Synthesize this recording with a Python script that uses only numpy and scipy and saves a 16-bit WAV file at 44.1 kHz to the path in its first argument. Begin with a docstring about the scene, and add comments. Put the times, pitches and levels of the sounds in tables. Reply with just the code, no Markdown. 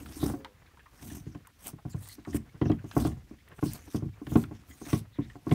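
"""Cows licking rock salt in a wooden trough

Tongue strokes swell, hold and let go: filtered random clicks rasp and slurp while a dragged lump
grinds on the wood. Knocks are decaying plank modes; lip smacks are click bursts ringing the mouth.
Spit hisses, crystal edges crunch, a bird chirps in glides and a far cow lows in harmonics.
Low boom and quiet air lie beneath; a mud-walled pen adds a short tail."""
import sys
import numpy as np
from scipy import signal
from scipy.fft import rfft, irfft, next_fast_len
from scipy.io import wavfile
from scipy.ndimage import uniform_filter1d

SR = 44100
rng = np.random.default_rng(int(sys.argv[2]) if len(sys.argv) > 2 else 0)


def transcribe(signal):
    """Save signal, clipped to [-1, 1], as a 16-bit WAV file at the path in sys.argv[1]."""
    frames = np.atleast_2d(signal).T
    limited = np.clip(frames, -1, 1)
    pcm = np.round(limited * 32767).astype(np.int16)
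    wavfile.write(sys.argv[1], SR, pcm)


N = 244307
TIME = np.arange(N) / SR

# All table levels are relative; the functions add their own gains.
# strokes of the tongue over the salt: (full contact t/s, hold/s, swell/s, release/s,
# rasp level/dB, wet slurp level/dB, drag on the planks level/dB)
LICKS = [(0.0, 0.038, 0.12, .15, -60.5, -66, -50.5), (0.218, 0.08, 0.38, .18, -44, -48.5, -37.5),
         (1.031, 0.14, 0.25, 0.17, -52.5, -55, -47.5), (1.662, 0.028, 0.15, 0.063, -45, -54, -57.5),
         (1.903, 0.013, 0.096, 0.081, -63, -82, -68), (2.043, 0.098, 0.25, .05, -51.5, -57, -77),
         (2.299, 0.0089, 0.11, 0.08, -62, -59, -48), (2.347, 0.022, 0.039, 0.035, -44, -52.5, -49),
         (2.978, 0.075, 0.23, 0.19, -48.5, -49, -35), (3.663, 0.083, 0.24, 0.14, -49, -53, -54),
         (3.813, 0.062, .1, .15, -66.5, -66.5, -83), (3.951, 0.018, 0.16, 0.066, -51.5, -52, -49),
         (4.317, 0.11, 0.21, 0.076, -51, -56, -41), (4.695, 0.01, 0.11, 0.16, -59, -68, -58),
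         (4.903, 0.087, 0.35, 0.068, -48, -49.5, -54), (5.518, .04, 0.21, .1, -55.5, -54, -27)]
# a lump knocks on the planks: (t/s, peak level/dB, deep thump level/dB, hard edge level/dB)
KNOCKS = [(0.164, -33.5, -30, -53), (0.226, -15.5, -17.5, -19.5), (0.254, -23.5, -18, -18.5),
          (0.296, -22, -22, -17), (0.334, -23.5, -32, -14), (1.112, -33, -12, -19), (1.203, -37, 8, -43),
          (1.264, -27.5, -8, -40), (1.347, -29, -17, -17.5), (1.73, -30.5, -7, -25),
          (1.849, -24, -6.5, -13.5), (1.942, -21, 1, -17.5), (2.18, -38, -23, -19.5),
          (2.271, -29, -14.5, -21), (2.343, -16.5, -18.5, -32.5), (2.541, -34.5, -5, -19),
          (2.612, -11.5, -11.5, -19), (2.655, -16, -11, -24), (2.696, -10.5, -17, -24),
          (2.715, -16, -8.5, -20), (2.839, -28, -16, -26), (2.963, -10, -14, -12.5), (2.984, -18, -34, -22),
          (3.047, -16.5, -15.5, -15), (3.066, -18.5, -5, -11), (3.121, -29.5, 16, -3), (3.164, -36, 5, -10),
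          (3.308, -34, -29, -26), (3.624, -13.5, -11.5, -16), (3.659, -20, -9.5, -46),
          (3.874, -39, -34, -16), (3.943, -15.5, -14.5, -22.5), (4.021, -22, -7, -24),
          (4.056, -22, -5, -49), (4.213, -29, -27, -22), (4.268, -26.5, -15, -19), (4.316, -19, -8, -19),
          (4.353, -4.5, -17.5, -20.5), (4.437, -36, -1, -16), (4.508, -28, -7.5, -13.5),
          (4.812, -30, -20, -14.5), (4.863, -32.5, -17, -16.5), (4.928, -10, -11, -20),
          (5.184, -15, -14.5, -21.5), (5.352, -34, -15, -6), (5.465, -20, -20.5, -19.5),
          (5.513, -7, -13.5, -27.5)]
# modes of the loaded trough floor: (f/Hz, level/dB, t60/s)
PLANKS = [(84.7, -40, 0.18), (100.7, -8.5, 0.37), (134.7, 8, 0.083), (166, 0.5, 0.079), (221.9, -2.5, 0.12),
          (271, 5, 0.057), (300, 0, 0.098), (382.5, -5, 0.098), (471, -8, 0.028), (629, -17.5, 0.058),
          (726.6, -8.5, 0.062), (795, -14.5, 0.07), (838, -29, 0.069), (1077, -9, 0.037),
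          (1250, -20, 0.013), (1580, -23, 0.054), (1411, -17.5, 0.046), (2030, -23.5, 0.033)]
# spectrum of dry tongue on crystal: (f/Hz, level/dB)
RASP = [(3000, -16), (5500, -9), (7200, -3.5), (8600, 7), (10200, 1), (11800, 4), (14000, -0.5),
        (16000, 1.5)]


def undb(db):
    """Amplitude ratio of a level in dB."""
    return 10 ** (np.asarray(db) / 20)


def unit(x):
    """Normalization: the sound at rms 1."""
    return x / np.sqrt(np.mean(x ** 2))


def add(out, sound, start):
    """Superposition: mix a sound in at its start time in s."""
    i = max(int(start * SR), 0)
    out[i:i + len(sound)] += sound[:max(len(out) - i, 0)]


def colour(x, points):
    """Spectral shaping by (f/Hz, level/dB) points, interpolated over log frequency; rms 1."""
    hz, db = np.transpose(points)
    n = next_fast_len(len(x), True)
    f = np.maximum(np.fft.rfftfreq(n, 1 / SR), 1)
    gain = undb(np.interp(np.log(f), np.log(hz), db))
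    return unit(irfft(rfft(x, n) * gain, n)[:len(x)])


def resonate(x, hz, width_hz):
    """A single resonance of given bandwidth, gain 1 at its centre."""
    b, a = signal.iirpeak(min(hz, SR / 2 - 1000), hz / width_hz, fs=SR)
    return signal.lfilter(b, a, x)


def fade(t, t60):
    """Free exponential decay: the level falls 60 dB in t60 seconds."""
    return np.exp(-np.log(1000) * t / t60)


def walk(rate):
    """Random modulation: random levels 1 / rate s apart, joined by straight slopes; rms 1."""
    k = max(int(SR / rate), 1)
    steps = np.repeat(rng.standard_normal(N // k + 1), k)
    return unit(uniform_filter1d(steps, k)[:N])


def grains(rate, spread_db):
    """Shot noise: clicks of uneven size and random sign, on average rate per second; rms 1."""
    hit = rng.random(N) < rate / SR
    sign = rng.choice([-1, 1], N)
    size = undb(spread_db * np.minimum(rng.exponential(size=N), 4))
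    return unit(hit * sign * size)


def shifting(x, depth_db, size=256):
    """Time-varying resonance: the tongue-salt gap changes shape, so broad peaks come and go."""
    bands = signal.stft(x, nperseg=size)[2]
    field = rng.standard_normal(bands.shape)
    # smooth twice over frequency, then twice over time
    for axis in (0, 0, 1, 1):
        field = uniform_filter1d(field, size=5 + 5 * axis, axis=axis)
    return signal.istft(bands * undb(depth_db * unit(field)), nperseg=size)[1][:N]


def stroke(start, hold, swell, release):
    """Exponential envelope: the pressure of a lick swells, holds and lets go."""
    swell_db = 49.5  # rise during swell seconds, fall during release seconds
    early = np.maximum(start - TIME, 0)
    late = np.maximum(TIME - start - hold, 0)
    return undb(-swell_db * (early / swell + late / release))


def grinding():
    """Forced vibration: the sliding lump ticks over the wood grain and keeps the planks ringing."""
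    # spectrum of the lump sliding on wood: (f/Hz, level/dB)
    drag_colour = [(35, -32), (70, 21), (130, 4), (320, 15.5), (480, -17), (750, -1), (1150, -17),
                   (1800, -15), (3500, -33)]
    ring_db, tilt_db_per_octave = -4, 7.5  # plank ringing; the tilt weakens modes below 330 Hz and spares those above
    t = np.arange(SR // 4) / SR
    ticks = grains(rate=700, spread_db=2.0)
    hz, db, t60 = np.transpose(PLANKS)
    gain = undb(db + tilt_db_per_octave * np.minimum(np.log2(hz / 330), 0))
    modes = np.sin(2 * np.pi * np.outer(hz, t)) * fade(t, t60[:, None])
    ringing = unit(signal.fftconvolve(ticks, gain @ modes)[:N])
    return unit(colour(ticks, drag_colour) + undb(ring_db) * ringing)


def tongue(rasp_db=-1, slurp_db=0, drag_db=2, catch_db=2, judder_db=1.5):
    """Stick-slip: horny papillae catch on crystals, spit fizzes and the dragged lump grinds on wood."""
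    # spectrum of fizzing spit: (f/Hz, level/dB)
    slurp_colour = [(700, 8.5), (1500, 8), (2600, 5.5), (4000, 4), (6200, 7.5), (8500, -0.5), (15000, -14)]
    idle_slurp_db, idle_drag_db, idle_wander_db = -76.5, -70, 6  # mouths work between strokes
    breakaway_s, settle_s = 0.078, 0.28  # swell and release times of the sliding lump
    idle = undb(idle_wander_db * walk(12))
    rasp, slurp, drag = 0, undb(idle_slurp_db) * idle, undb(idle_drag_db) * idle
    for start, hold, swell, release, dry_db, wet_db, pull_db in LICKS:
        pressure = stroke(start, hold, swell, release)
        rasp = rasp + undb(dry_db) * pressure
        slurp = slurp + undb(wet_db) * pressure
        drag = drag + undb(pull_db) * stroke(start, hold, breakaway_s, settle_s)
    catch = unit(undb(catch_db * walk(160)))  # rows of papillae let go together
    judder = unit(undb(judder_db * walk(60)))  # the lump sticks and slides
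    crystals = shifting(grains(rate=7000, spread_db=4), depth_db=2.8)
    spit = shifting(grains(rate=3500, spread_db=3.5), depth_db=3.6)
    dry_hiss = undb(rasp_db) * rasp * colour(crystals, RASP)
    wet_hiss = undb(slurp_db) * slurp * colour(spit, slurp_colour)
    return catch * (dry_hiss + wet_hiss) + undb(drag_db) * drag * judder * grinding()


def boom():
    """Low-mode excitation: leaning muzzles, lick pushes and knocks stir the bottom of the trough."""
    rest_db, wander_db = -63, 5  # muzzles leaning on the trough
    push_db, settle_s = -23, 0.66  # boom of a stroke relative to its drag; its release time
    knock_db, knock_t60_s = -33, 0.28  # boom of a knock relative to its peak
    push = np.zeros(N)
    for start, hold, swell, *_, pull_db in LICKS:
        push += undb(pull_db + push_db) * stroke(start, hold, swell, settle_s)
    ringing = fade(np.arange(SR // 3) / SR, knock_t60_s)
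    for start, db, _, _ in KNOCKS:
        add(push, undb(db + knock_db) * ringing, start)
    low_modes = [(25, -15), (45, 14.0), (68, 9.5), (100, 1.5), (135, 0.5), (220, -8), (400, -43)]
    body = colour(grains(rate=110, spread_db=0.1), low_modes)
    return (push + undb(rest_db + wander_db * walk(7.06))) * body


def far_cow(jitter=0.0185, shimmer_db=2.0):
    """Source and filter: the sinking end of a hoarse low, vocal-fold harmonics shaped by the throat."""
    # glide of the low: (t/s, f/Hz, level/dB)
    lowing = [(0, 115.7, -54.5), (0.151, 116, -84), (0.379, 108.8, -53.5), (0.46, 107, -58.5),
              (0.52, 103.3, -60), (0.58, 99, -82), (0.66, 94, -100)]
    # formants of the throat: (f/Hz, level/dB)
    throat = [(100, -29), (210, -3.5), (320, -12), (420, -1), (530, 3.5), (630, -18), (750, -20),
              (1100, -14), (2000, -33)]
    s, hz, db = np.transpose(lowing)
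    pitch = np.interp(TIME, s, hz) * (1 + jitter * walk(102.0))
    phase = 2 * np.pi * np.cumsum(pitch) / SR
    folds = sum(np.sin(k * phase) for k in range(1, 14))
    level = undb(np.interp(TIME, s, db) + shimmer_db * walk(24.0))
    return colour(folds, throat) * level * (TIME < s[-1])


def yard(swell_db=5.7):
    """Broadband noise: in quiet open air the range below 2 kHz flickers, the far hiss stays smooth."""
    # spectrum of the open air: (f/Hz, level/dB)
    air_colour = [(25, -14), (60, 2), (100, -2), (300, -22.5), (430, -14.5), (650, -19.5), (1300, -20),
                  (2000, -19.5), (4000, -26.5), (8000, -32), (15500, -32.5)]
    level_db = -63
    air = colour(rng.standard_normal(N), air_colour)
    low = signal.sosfiltfilt(signal.butter(2, 2000, fs=SR, output="sos"), air)
    return undb(level_db) * (air - low + undb(swell_db * walk(60)) * low)


def lip_ticks():
    """Random point events: faint smacks at random times, each with its own mouth shape."""
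    per_s, level_db, snap_db = 3, -56.5, -16
    centre_hz, octaves = 1710, .55  # mouth resonance and its spread either way
    chance = rng.random((int(per_s * N / SR), 2))
    return [(when * N / SR, level_db, centre_hz * 2 ** (octaves * (2 * shape - 1)), snap_db)
            for when, shape in chance]


def smacks(width_hz=200, upper=1.587, upper_db=-7, snap_db=3, t60=0.071, snap_t60=0.031,
           peel_s=0.0018, gain_db=1):
    """Cavity resonance: a saliva film peels and snaps in a burst of clicks that ring the mouth."""
    # wet smacks of lips and tongue: (t/s, peak level/dB, mouth resonance f/Hz, bright snap level/dB)
    smack_events = [(0.060, -41.5, 1330, 4), (0.447, -32, 1390, 13), (0.452, -38, 910, -35),
                    (0.772, -50.5, 965, -5), (0.794, -49, 1670, -8), (0.858, -46.5, 1140, -19),
                    (1.1, -48, 1780, -21), (1.347, -47.5, 1730, -6), (1.449, -52.5, 1410, -12),
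                    (1.470, -48.5, 1090, -7), (1.783, -49, 755, -25), (2.093, -48.5, 2040, -23),
                    (2.250, -43.5, 1170, -7), (2.329, -42, 1920, -14), (2.614, -37.5, 1920, -8),
                    (2.655, -40.5, 1740, -11), (2.697, -43.5, 2600, -2), (2.717, -36, 2070, 2),
                    (2.787, -49, 1560, -20), (2.913, -35.5, 1580, 5), (3.116, -51, 1880, -10),
                    (3.478, -50.5, 1960, -1), (3.514, -49, 1740, -15), (4.268, -33.5, 1080, 9),
                    (4.357, -32, 1570, 7), (4.439, -34, 1440, 0), (4.71, -45.5, 2000, -13),
                    (4.930, -25.5, 2290, 11), (5.299, -44, 1900, -6), (5.494, -41, 1090, 6),
                    (5.513, -28.5, 2200, -3.5)]
    snap_colour = [(400, -1), (1200, 9.0), (3800, 1.5), (6000, -11.5), (15000, -32)]
    out, t = np.zeros(N), np.arange(SR // 10) / SR
    for start, db, hz, bright in smack_events + lip_ticks():
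        clicks = rng.laplace(size=len(t))
        peel = clicks * fade(t, t60) * (1 - np.exp(-t / peel_s))
        second = resonate(peel, upper * hz, 2 * width_hz)
        mouth = resonate(peel, hz, width_hz) + undb(upper_db) * second
        snap = colour(clicks, snap_colour) * fade(t, snap_t60)
        smack = unit(resonate(mouth, hz, hz)) + undb(bright + snap_db) * unit(snap)
        add(out, undb(db + gain_db) * smack / np.abs(smack).max(), start)
    return out


def landings():
    """Rocking body: every knock is followed by a softer, deeper bump as the lump rocks back."""
    rock_s, scatter = .068, 0.11  # mean delay; its scatter as a share
    rock_db, rock_thump_db = -21.5, 17  # both relative to the first landing
    delays = rock_s * (1 + scatter * rng.standard_normal(len(KNOCKS)))
    for (start, db, thump, edge), delay in zip(KNOCKS, delays):
        yield start, db, thump, edge
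        yield start + delay, db + rock_db, thump + rock_thump_db, edge


def bend(x, lag_s):
    """Dispersion of bending waves in a plank: treble arrives first, 300 Hz comes lag_s late."""
    f = np.fft.rfftfreq(2 * len(x), 1 / SR)
    delay = np.exp(-4j * np.pi * lag_s * np.sqrt(300 * f))
    return irfft(rfft(x, 2 * len(x)) * delay)[:len(x)]


def knocks(thump_db=9, edge_db=16, clatter_db=-10, clatter_t60=0.12, contact_s=0.0022,
           lag_s=0.002705, gain_db=-1):
    """Modal synthesis: a lump tips onto the planks; where and how hard it lands weights the modes."""
    # dense higher modes and scattered sound of the trough: (f/Hz, level/dB)
    clatter_colour = [(50, -40), (110, -7.5), (340, 4.5), (500, 4), (750, -12), (1100, -6), (1600, -28),
                      (2600, -25), (5000, -60), (12000, -47.5)]
    out, t = np.zeros(N), np.arange(SR // 3) / SR
    hz, mode_db, t60 = np.transpose(PLANKS)
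    deep = np.clip(np.log2(240 / hz), 0, 1)
    hard = np.clip(np.log2(hz / 330), 0, 1)
    press = 1 - np.exp(-(t / contact_s) ** 2)  # wet fodder under the lump cushions the blow
    for start, db, thump, edge in landings():
        # each landing varies mode level (dB) and frequency (share)
        size, shift = rng.standard_normal((2, len(hz))) * [[1.5], [.025]]
        gain = undb(mode_db + deep * (thump + thump_db) + hard * (edge + edge_db) + size)
        modes = np.sin(2 * np.pi * np.outer(hz * (1 + shift), t)) * fade(t, t60[:, None])
        clatter = colour(rng.standard_normal(len(t)), clatter_colour) * fade(t, clatter_t60)
        clatter_gain = undb(clatter_db + .5 * (edge + edge_db))
        knock = bend(press * (gain @ modes + clatter_gain * clatter), lag_s)
        add(out, undb(db + gain_db) * knock / np.abs(knock).max(), start)
    # an open plank radiates almost nothing below its first mode
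    return signal.sosfilt(signal.butter(3, 62, "high", fs=SR, output="sos"), out)


def sucks(width_hz=600, gain_db=0):
    """Flow noise: spit sucked through a narrow lip-salt gap hisses in one resonance."""
    # hissing swells: (start t/s, length/s, level/dB, resonance f/Hz)
    suck_events = [(0.193, 0.073, -52, 3740), (1.145, 0.054, -63, 6250), (1.899, 0.046, -61, 7300),
                   (2.074, 0.073, -58, 4250), (3.649, 0.073, -58.5, 4440), (4.686, 0.081, -67, 6730),
                   (4.807, 0.065, -61, 6400), (5.129, 0.16, -65.5, 1950)]
    out = np.zeros(N)
    for start, length, db, hz in suck_events:
        flow = rng.laplace(size=int(length * SR))
        hiss = resonate(resonate(flow, hz, width_hz), hz, 2 * width_hz)
        swell = signal.windows.tukey(len(hiss), .5)
        add(out, undb(db + gain_db) * unit(hiss * swell), start)
    return out


def crunches(gain_db=-1):
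    """Impulsive release: papillae snap over a sharp crystal edge in a short bright noise burst."""
    # snaps over an edge: (t/s, peak level/dB)
    crunch_events = [(1.472, -37.5), (1.67, -19.5), (1.68, -25.5), (2.088, -31), (2.354, -26.5),
                     (2.978, -28), (3.071, -31), (3.487, -47.5), (3.734, -21)]
    out, t = np.zeros(N), np.arange(SR // 20) / SR
    spray = fade(t, .014)
    for start, db in crunch_events:
        crunch = colour(rng.standard_normal(len(t)), RASP) * spray
        add(out, undb(db + gain_db) * crunch / np.abs(crunch).max(), start)
    return out


def bird(flutter_db=-1.0):
    """Frequency modulation: short hoarse chirps, each one wavering glide through three pitches."""
    # chirps: (start t/s, length/s, level/dB, start f/Hz, middle f/Hz, end f/Hz)
    chirp_events = [(1.892, 0.055, -66.5, 5400, 4560, 3870), (2.614, 0.015, -64, 4360, 4330, 4440),
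                    (2.644, 0.052, -62, 6200, 5600, 5840), (2.673, 0.027, -66, 5030, 3640, 2980),
                    (5.12, 0.066, -67.5, 4000, 3620, 3120), (5.209, 0.058, -66, 3160, 3710, 3600)]
    out, flutter = np.zeros(N), walk(480)
    waver = 1 + .075 * walk(1300)
    for start, length, db, *pitches in chirp_events:
        u = np.linspace(0, 1, int(length * SR))
        here = int(start * SR) + np.arange(len(u))
        glide = np.polyval(np.polyfit([0, .5, 1], pitches, 2), u)
        tone = np.sin(2 * np.pi * np.cumsum(glide * waver[here]) / SR)
        chirp = tone * signal.windows.tukey(len(u), .5) * undb(flutter_db * flutter[here])
        add(out, undb(db) * unit(chirp), start)
    return out


def band_dip(x, dip_hz=505, width_hz=130, depth=0.43):
    """Band dip: the sound is thinned around 505 Hz by subtracting part of that band."""
    return x - depth * resonate(x, dip_hz, width_hz)


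def pen(x, wet_db=-19, t60=0.14, low_db=-14, low_t60=0.87, gap_s=.012):
    """Reverberation: mud wall and boards throw back a short tail; bass lingers in the trough."""
    t = np.arange(SR // 2) / SR
    scatter = rng.standard_normal(len(t)) * (t > gap_s)
    wall_colour = [(60, 9.5), (1500, 8.0), (6000, 11), (15000, -5.0)]
    hollow_colour = [(40, -8), (90, 16), (170, 5.0), (330, -33.0), (700, -42)]
    wall = colour(scatter, wall_colour) * fade(t, t60)
    hollow = colour(scatter, hollow_colour) * fade(t, low_t60)
    # the wall is scaled by its energy, the hollow by its strongest frequency
    wall_tail = undb(wet_db) * wall / np.linalg.norm(wall)
    low_tail = undb(low_db) * hollow / np.abs(rfft(hollow)).max()
    return x + signal.fftconvolve(x, wall_tail + low_tail)[:N]


def scene():
    """Superposition of everything in the pen, as one channel."""
    licking = band_dip(knocks() + smacks() + crunches() + tongue() + sucks())
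    return (pen(licking + bird()) + boom() + far_cow() + yard())[None]


def record(dry):
    """Band limiting: a high-pass thins the deep bass and a steep low-pass cuts the top."""
    top_hz = 15680
    thin = signal.sosfilt(signal.butter(2, 38, "high", fs=SR, output="sos"), dry)
    return signal.sosfilt(signal.ellip(12, .2, 80, top_hz, fs=SR, output="sos"), thin)


dry = scene()
out = record(dry)
transcribe(out)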